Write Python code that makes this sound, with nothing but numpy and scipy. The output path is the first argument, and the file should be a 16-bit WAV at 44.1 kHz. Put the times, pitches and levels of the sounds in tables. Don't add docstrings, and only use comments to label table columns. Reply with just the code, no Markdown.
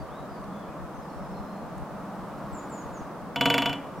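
import sys
import numpy as np
from scipy import signal
from scipy.fft import rfft, irfft
from scipy.io import wavfile

SR = 44100
rng = np.random.default_rng(int(sys.argv[2]) if len(sys.argv) > 2 else 0)


def store_pcm(level_fs):
    pcm = np.round(np.clip(level_fs, -1, 1) * 32767).astype(np.int16)
    wavfile.write(sys.argv[1], SR, np.atleast_2d(pcm).T)


N = 176400
T = np.arange(N) / SR
HZ = np.maximum(np.arange(N // 2 + 1) * SR / N, 1)

# (time [s], level [dB], extra clank, ping and rattle [dB])
BEAK_BLOWS = [(3.35882, -6, -2), (3.40918, 0, 0), (3.45571, .5, 1), (3.50034, -.5, 1), (3.54039, -2, 1.5),
              (3.57952, -2, 2), (3.62002, -4.5, -2), (3.65723, -2.2, -2), (3.69383, -10, -2),
              (3.72844, -11, -1)]
# (frequency [Hz], level [dB], t60 [s])
AERIAL_MODES = [(130, -34.5, .28), (145, -38, .45), (164, -43, .6), (219, -32, .17), (251, -39, .6),
                (258, -25, .17), (281, -27.3, .45), (288, -34, .45), (379, -39, .2), (473, -34.5, .5),
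                (499, -36, .33), (577, -29, .08), (643, -32, .12), (694, -25, .16), (708, -35, .45),
                (729, -32, .24), (875, -35, .13), (990, -38, .1), (911, -33, .15), (946, -23, .15),
                (966, -30, .24), (1159, -35, .24), (1323, -33, .05), (1420, -38, .24), (1470, -26, .05),
                (1602, -25, .03), (2042, -29, .03), (2197, -42, .3), (2351, -25.5, .03), (2347, -51, .65),
                (2372, -55, .75), (2643, -44, .4), (2727, -27, .08), (2788, -38, .24), (2860, -31, .12),
                (2914, -30, .08), (2974, -39, .4), (2984, -23, .22), (3040, -24, .03), (3255, -42, .35),
                (3407, -25, .1), (3478, -31, .03), (3400, -42, .36), (3850, -37, .035), (4170, -38, .05),
                (4310, -40, .05), (4700, -38, .04), (5130, -39, .04), (5470, -38, .05)]
# (frequency [Hz], relative density [dB], t60 [s])
JOINT_CLANK = [(151, -25, 0.08), (407, -9, 0.069), (754, -7, 0.097), (1130, -8, 0.056), (1560, 2, 0.027),
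               (1890, 1.5, 0.028), (2300, 7, 0.012), (2540, -15, 0.069), (2800, -3, 0.11),
               (3600, -14, 0.12), (5300, -15, 0.027), (5800, -23, 0.031), (7000, -13, 0.034),
               (8150, -30, 0.041), (10900, -35, 0.037), (16000, -37, 0.032)]
# (frequency [Hz], side against middle [dB])
CLANK_WIDTH = [(200, -25), (2400, -20), (4400, -15), (8000, -10), (15000, 10)]
# (frequency [Hz], level [dB], t60 [s])
BEAK_PING = [(9140, -54, .08), (12560, -41.5, .03), (12580, -50, .03), (13600, -44, .02),
             (13860, -35.5, .03), (13960, -45, .04), (14200, -44, .02)]
# (frequency [Hz], relative density [dB], t60 [s])
CLAMP_RATTLE = [(200, -10, 0.17), (600, -2, 0.29), (1500, 3, 0.5), (2490, 0, 0.82), (3100, 2, .16),
                (3700, -7, 0.21), (5000, -14, 0.17), (7300, -8, 0.13), (10000, -21, 0.29),
                (14000, -22, 0.16)]
# (frequency [Hz], relative density [dB], t60 [s])
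YARD_ECHO = [(100, -19, 0.44), (990, 2, 0.14), (2420, -15, 1), (3670, -7.5, 0.61), (7900, 10, 0.27),
             (13000, -10, 0.17)]
# (time [s], length [s], mid-note pitch [Hz], glide [Hz/s], hook [Hz], closing drop [Hz], level [dB])
HIGH_CALLS = [(2.524, 0.087, 7230, -5000, 480, 950, -51.5), (2.689, 0.138, 6980, -6500, 800, 600, -52),
              (2.92, 0.088, 6620, -14000, 0, 850, -54.5)]
FAR_SONG = [(-.03, 0.065, 4600, 0, 0, 0, -58), (.075, 0.18, 3830, 600, -750, 0, -62.5),
            (.285, 0.12, 4590, -2000, 330, 0, -63.5), (.495, 0.21, 3440, 0, 0, 0, -64),
            (.59, .09, 3250, -4000, 0, 0, -65), (.63, 0.14, 2620, -4000, -600, 200, -61.5),
            (.945, 0.037, 6100, -7000, 200, 0, -65), (1.095, 0.045, 4320, 0, 0, 0, -63),
            (1.34, 0.07, 4040, 0, 150, 0, -63), (1.42, 0.2, 4180, 800, 0, 0, -68),
            (3.975, .06, 5600, -2000, 0, 0, -61)]
# (time [s], centre [Hz], half-width [Hz], level [dB])
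DRY_TICKS = [(.44, 4300, 2800, -55), (1.78, 8800, 3000, -54)]
# (frequency [Hz], relative density [dB])
RUSH_MIDDLE = [(25, -27), (64, -18), (104, -18), (140, -6), (200, -4.5), (245, -9), (285, -6), (394, -13),
               (600, -8), (900, -12), (1170, -12), (1600, -22), (2280, -32.5), (3200, -38.5), (6000, -43.5),
               (15000, -50)]
RUSH_SIDE = [(25, -11.5), (64, -11), (99, -15), (180, -11), (400, -14.5), (750, -13), (1200, -17.5),
             (1900, -28), (4000, -34), (16000, -42.5)]
# (time [s], gain [dB])
RUSH_SWELL = [(0, -1), (.8, -1.5), (1.7, -0.8), (2.7, 1), (3.3, -1.5), (4, -0.5)]
# (time [s], level [dB])
ENGINE_LEVEL = [(0, -65), (.55, -43.5), (1.0, -57), (1.3, -43.5), (2.0, -43), (2.8, -47), (3.4, -44),
                (4, -59)]

BLOOM_S, CONTACT_S = .001, .0003
MODE_SCATTER_DB = 1.0
CLANK_DB, RATTLE_DB, TAIL_SAMPLES = -19, -37, 8192
CLANK_CHANGE = .15
TRAVEL_S = .0016
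YARD_DB, YARD_DELAY_S = -17, .02
CALL_ECHO_S, CALL_ECHO_DB, CALL_WET_DB, SONG_WET_DB = .05, -9.5, -14, -3
CALL_HOOK_S, SONG_HOOK_S, HOOK_PEAK_S = .012, .05, .009
DROP_S, WAVER_HZ, FLUTTER_DB = .008, 55, 2.5
TRILL_START_S, TRILL_STEP_S, TRILL_NOTE_S = 1.01, .072, .05
TRILL_HZ, TRILL_GLIDE_HZ_PER_S = 5230, -12000
TRILL_DB, TRILL_FADE_DB = -66, .8
TICK_DECAY_S = .004
RUSH_DB, RUSH_SIDE_DB, ENGINE_HZ, ENGINE_WIDTH_HZ = -38.5, -51, 195, 22.6
WIND_HZ, WIND_WIDTH_HZ, WIND_DB, WIND_LEFT_DB = 65, 21, -55, 2.5
GUST_DB, GUST_HZ = 8, 12


def woodpecker():
    t = T[:SR]
    polarity = (-1) ** np.arange(len(AERIAL_MODES))[:, None]
    modes = polarity * dying_tones(AERIAL_MODES, t) * (1 - np.exp(-t / BLOOM_S))
    ping = dying_tones(BEAK_PING, t[:TAIL_SAMPLES]).sum(axis=0)
    usual_clank = joint_clank()
    side_clank = joint_clank(CLANK_WIDTH) * [[1], [-1]]
    rise = 1 - np.exp(-t[:TAIL_SAMPLES] / CONTACT_S)
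    out = np.zeros((2, N + SR))
    for start_s, db, hard_db in BEAK_BLOWS:
        i = int(start_s * SR)
        clank = np.sqrt(1 - CLANK_CHANGE) * usual_clank + np.sqrt(CLANK_CHANGE) * joint_clank()
        rattle = amp(RATTLE_DB) * dying_noise(CLAMP_RATTLE, TAIL_SAMPLES)
        out[:, i:i + SR] += amp(db + rng.normal(0, MODE_SCATTER_DB, len(modes))) @ modes
        out[:, i:i + TAIL_SAMPLES] += amp(db + hard_db) * rise * (clank + side_clank + ping + rattle)
    direct = out[:, :N]
    return direct + amp(YARD_DB) * yard(direct.mean(axis=0))


def joint_clank(tint=None):
    return amp(CLANK_DB) * dying_noise(JOINT_CLANK, TAIL_SAMPLES, TRAVEL_S, tint)


def birds():
    trill = [(TRILL_START_S + k * TRILL_STEP_S, TRILL_NOTE_S, TRILL_HZ * rng.normal(1, .0156),
              TRILL_GLIDE_HZ_PER_S, 0, 0, TRILL_DB - TRILL_FADE_DB * k) for k in range(8)]
    calls = whistles(HIGH_CALLS, CALL_HOOK_S)
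    song = whistles(FAR_SONG + trill, SONG_HOOK_S)
    wall_echo = amp(CALL_ECHO_DB) * np.interp(T - CALL_ECHO_S, T, calls, left=0)
    return calls + wall_echo + song + yard(amp(CALL_WET_DB) * calls + amp(SONG_WET_DB) * song)


def whistles(notes, hook_s):
    waver = WAVER_HZ * noise(hump(0, width_hz=400))
    flutter = amp(FLUTTER_DB * noise(hump(0, width_hz=91)))
    out = np.zeros(N)
    for start, length, hz, glide, hook_hz, drop_hz, db in notes:
        on = (T > start) & (T < start + length)
        t = T[on] - start
        hook = hook_hz * np.exp(-((t - HOOK_PEAK_S) / hook_s) ** 2)
        drop = drop_hz * np.exp((t - length) / DROP_S)
        pitch = hz + glide * (t - length / 2) + hook - drop + waver[on]
        envelope = np.sqrt(np.abs(np.sin(np.pi * t / length)))
        out[on] += amp(db) * envelope * np.sin(2 * np.pi * np.cumsum(pitch) / SR)
    return out * flutter


def yard(x):
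    tails = [dying_noise(YARD_ECHO, count=32768) for _ in range(2)]
    late = np.interp(T - YARD_DELAY_S, T, x, left=0)
    return np.array([signal.fftconvolve(late, tail / np.linalg.norm(tail))[:N] for tail in tails])


def ticks():
    return sum(amp(db) * (T >= s) * np.exp(-abs(T - s) / TICK_DECAY_S) * noise(hump(hz, width))
               for s, hz, width, db in DRY_TICKS)


def traffic():
    middle = amp(RUSH_DB + np.interp(T, *np.transpose(RUSH_SWELL))) * noise(amp(at_hz(RUSH_MIDDLE, HZ)))
    side = amp(RUSH_SIDE_DB) * noise(amp(at_hz(RUSH_SIDE, HZ)))
    engine = amp(np.interp(T, *np.transpose(ENGINE_LEVEL))) * noise(hump(ENGINE_HZ, ENGINE_WIDTH_HZ))
    return middle + engine + side * [[1], [-1]]


def wind():
    gusts = amp(WIND_DB + GUST_DB * noise(hump(0, GUST_HZ)))
    rumble = gusts * noise(hump(WIND_HZ, WIND_WIDTH_HZ))
    return rumble * [[amp(WIND_LEFT_DB)], [-amp(-WIND_LEFT_DB)]]


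def dying_tones(table, t):
    return np.array([amp(db) * np.sin(2 * np.pi * hz * t) * amp(-60 * t / t60) for hz, db, t60 in table])


def dying_noise(table, count, travel_s=0, tint=None):
    t = np.arange(count) / SR
    hz = np.maximum(np.arange(count // 2 + 1) * SR / count, 1)
    spectrum = np.exp(2j * np.pi * rng.random(len(hz))) * amp(at_hz(table, hz))
    spectrum /= np.std(irfft(spectrum))
    if tint:
        spectrum *= amp(at_hz(tint, hz))
    edges_hz = np.geomspace(90, 17000, 25)
    out = np.zeros(count)
    for low, high in zip(edges_hz, edges_hz[1:]):
        centre = np.sqrt(low * high)
        age = t - travel_s * np.sqrt(1000 / centre)
        band = irfft(spectrum * (hz >= low) * (hz < high))
        out += band * (age >= 0) * amp(-60 * abs(age) / at_hz(table, centre, column=2))
    return out


def noise(gain):
    shaped = irfft(rfft(rng.standard_normal(N)) * gain, N)
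    return shaped / np.sqrt(np.mean(shaped ** 2) + 1e-20)


def hump(hz, width_hz):
    return 1 / (1 + ((HZ - hz) / width_hz) ** 2)


def at_hz(table, hz, column=1):
    table = np.array(table)
    return np.interp(np.log(hz), np.log(table[:, 0]), table[:, column])


def amp(db):
    return 10 ** (np.asarray(db) / 20)


def scene():
    return woodpecker() + birds() + ticks() + traffic() + wind()


def record(dry):
    cutoff_hz = 16100
    return signal.sosfilt(signal.ellip(10, .1, 90, cutoff_hz, fs=SR, output="sos"), dry)


dry = scene()
out = record(dry)
store_pcm(out)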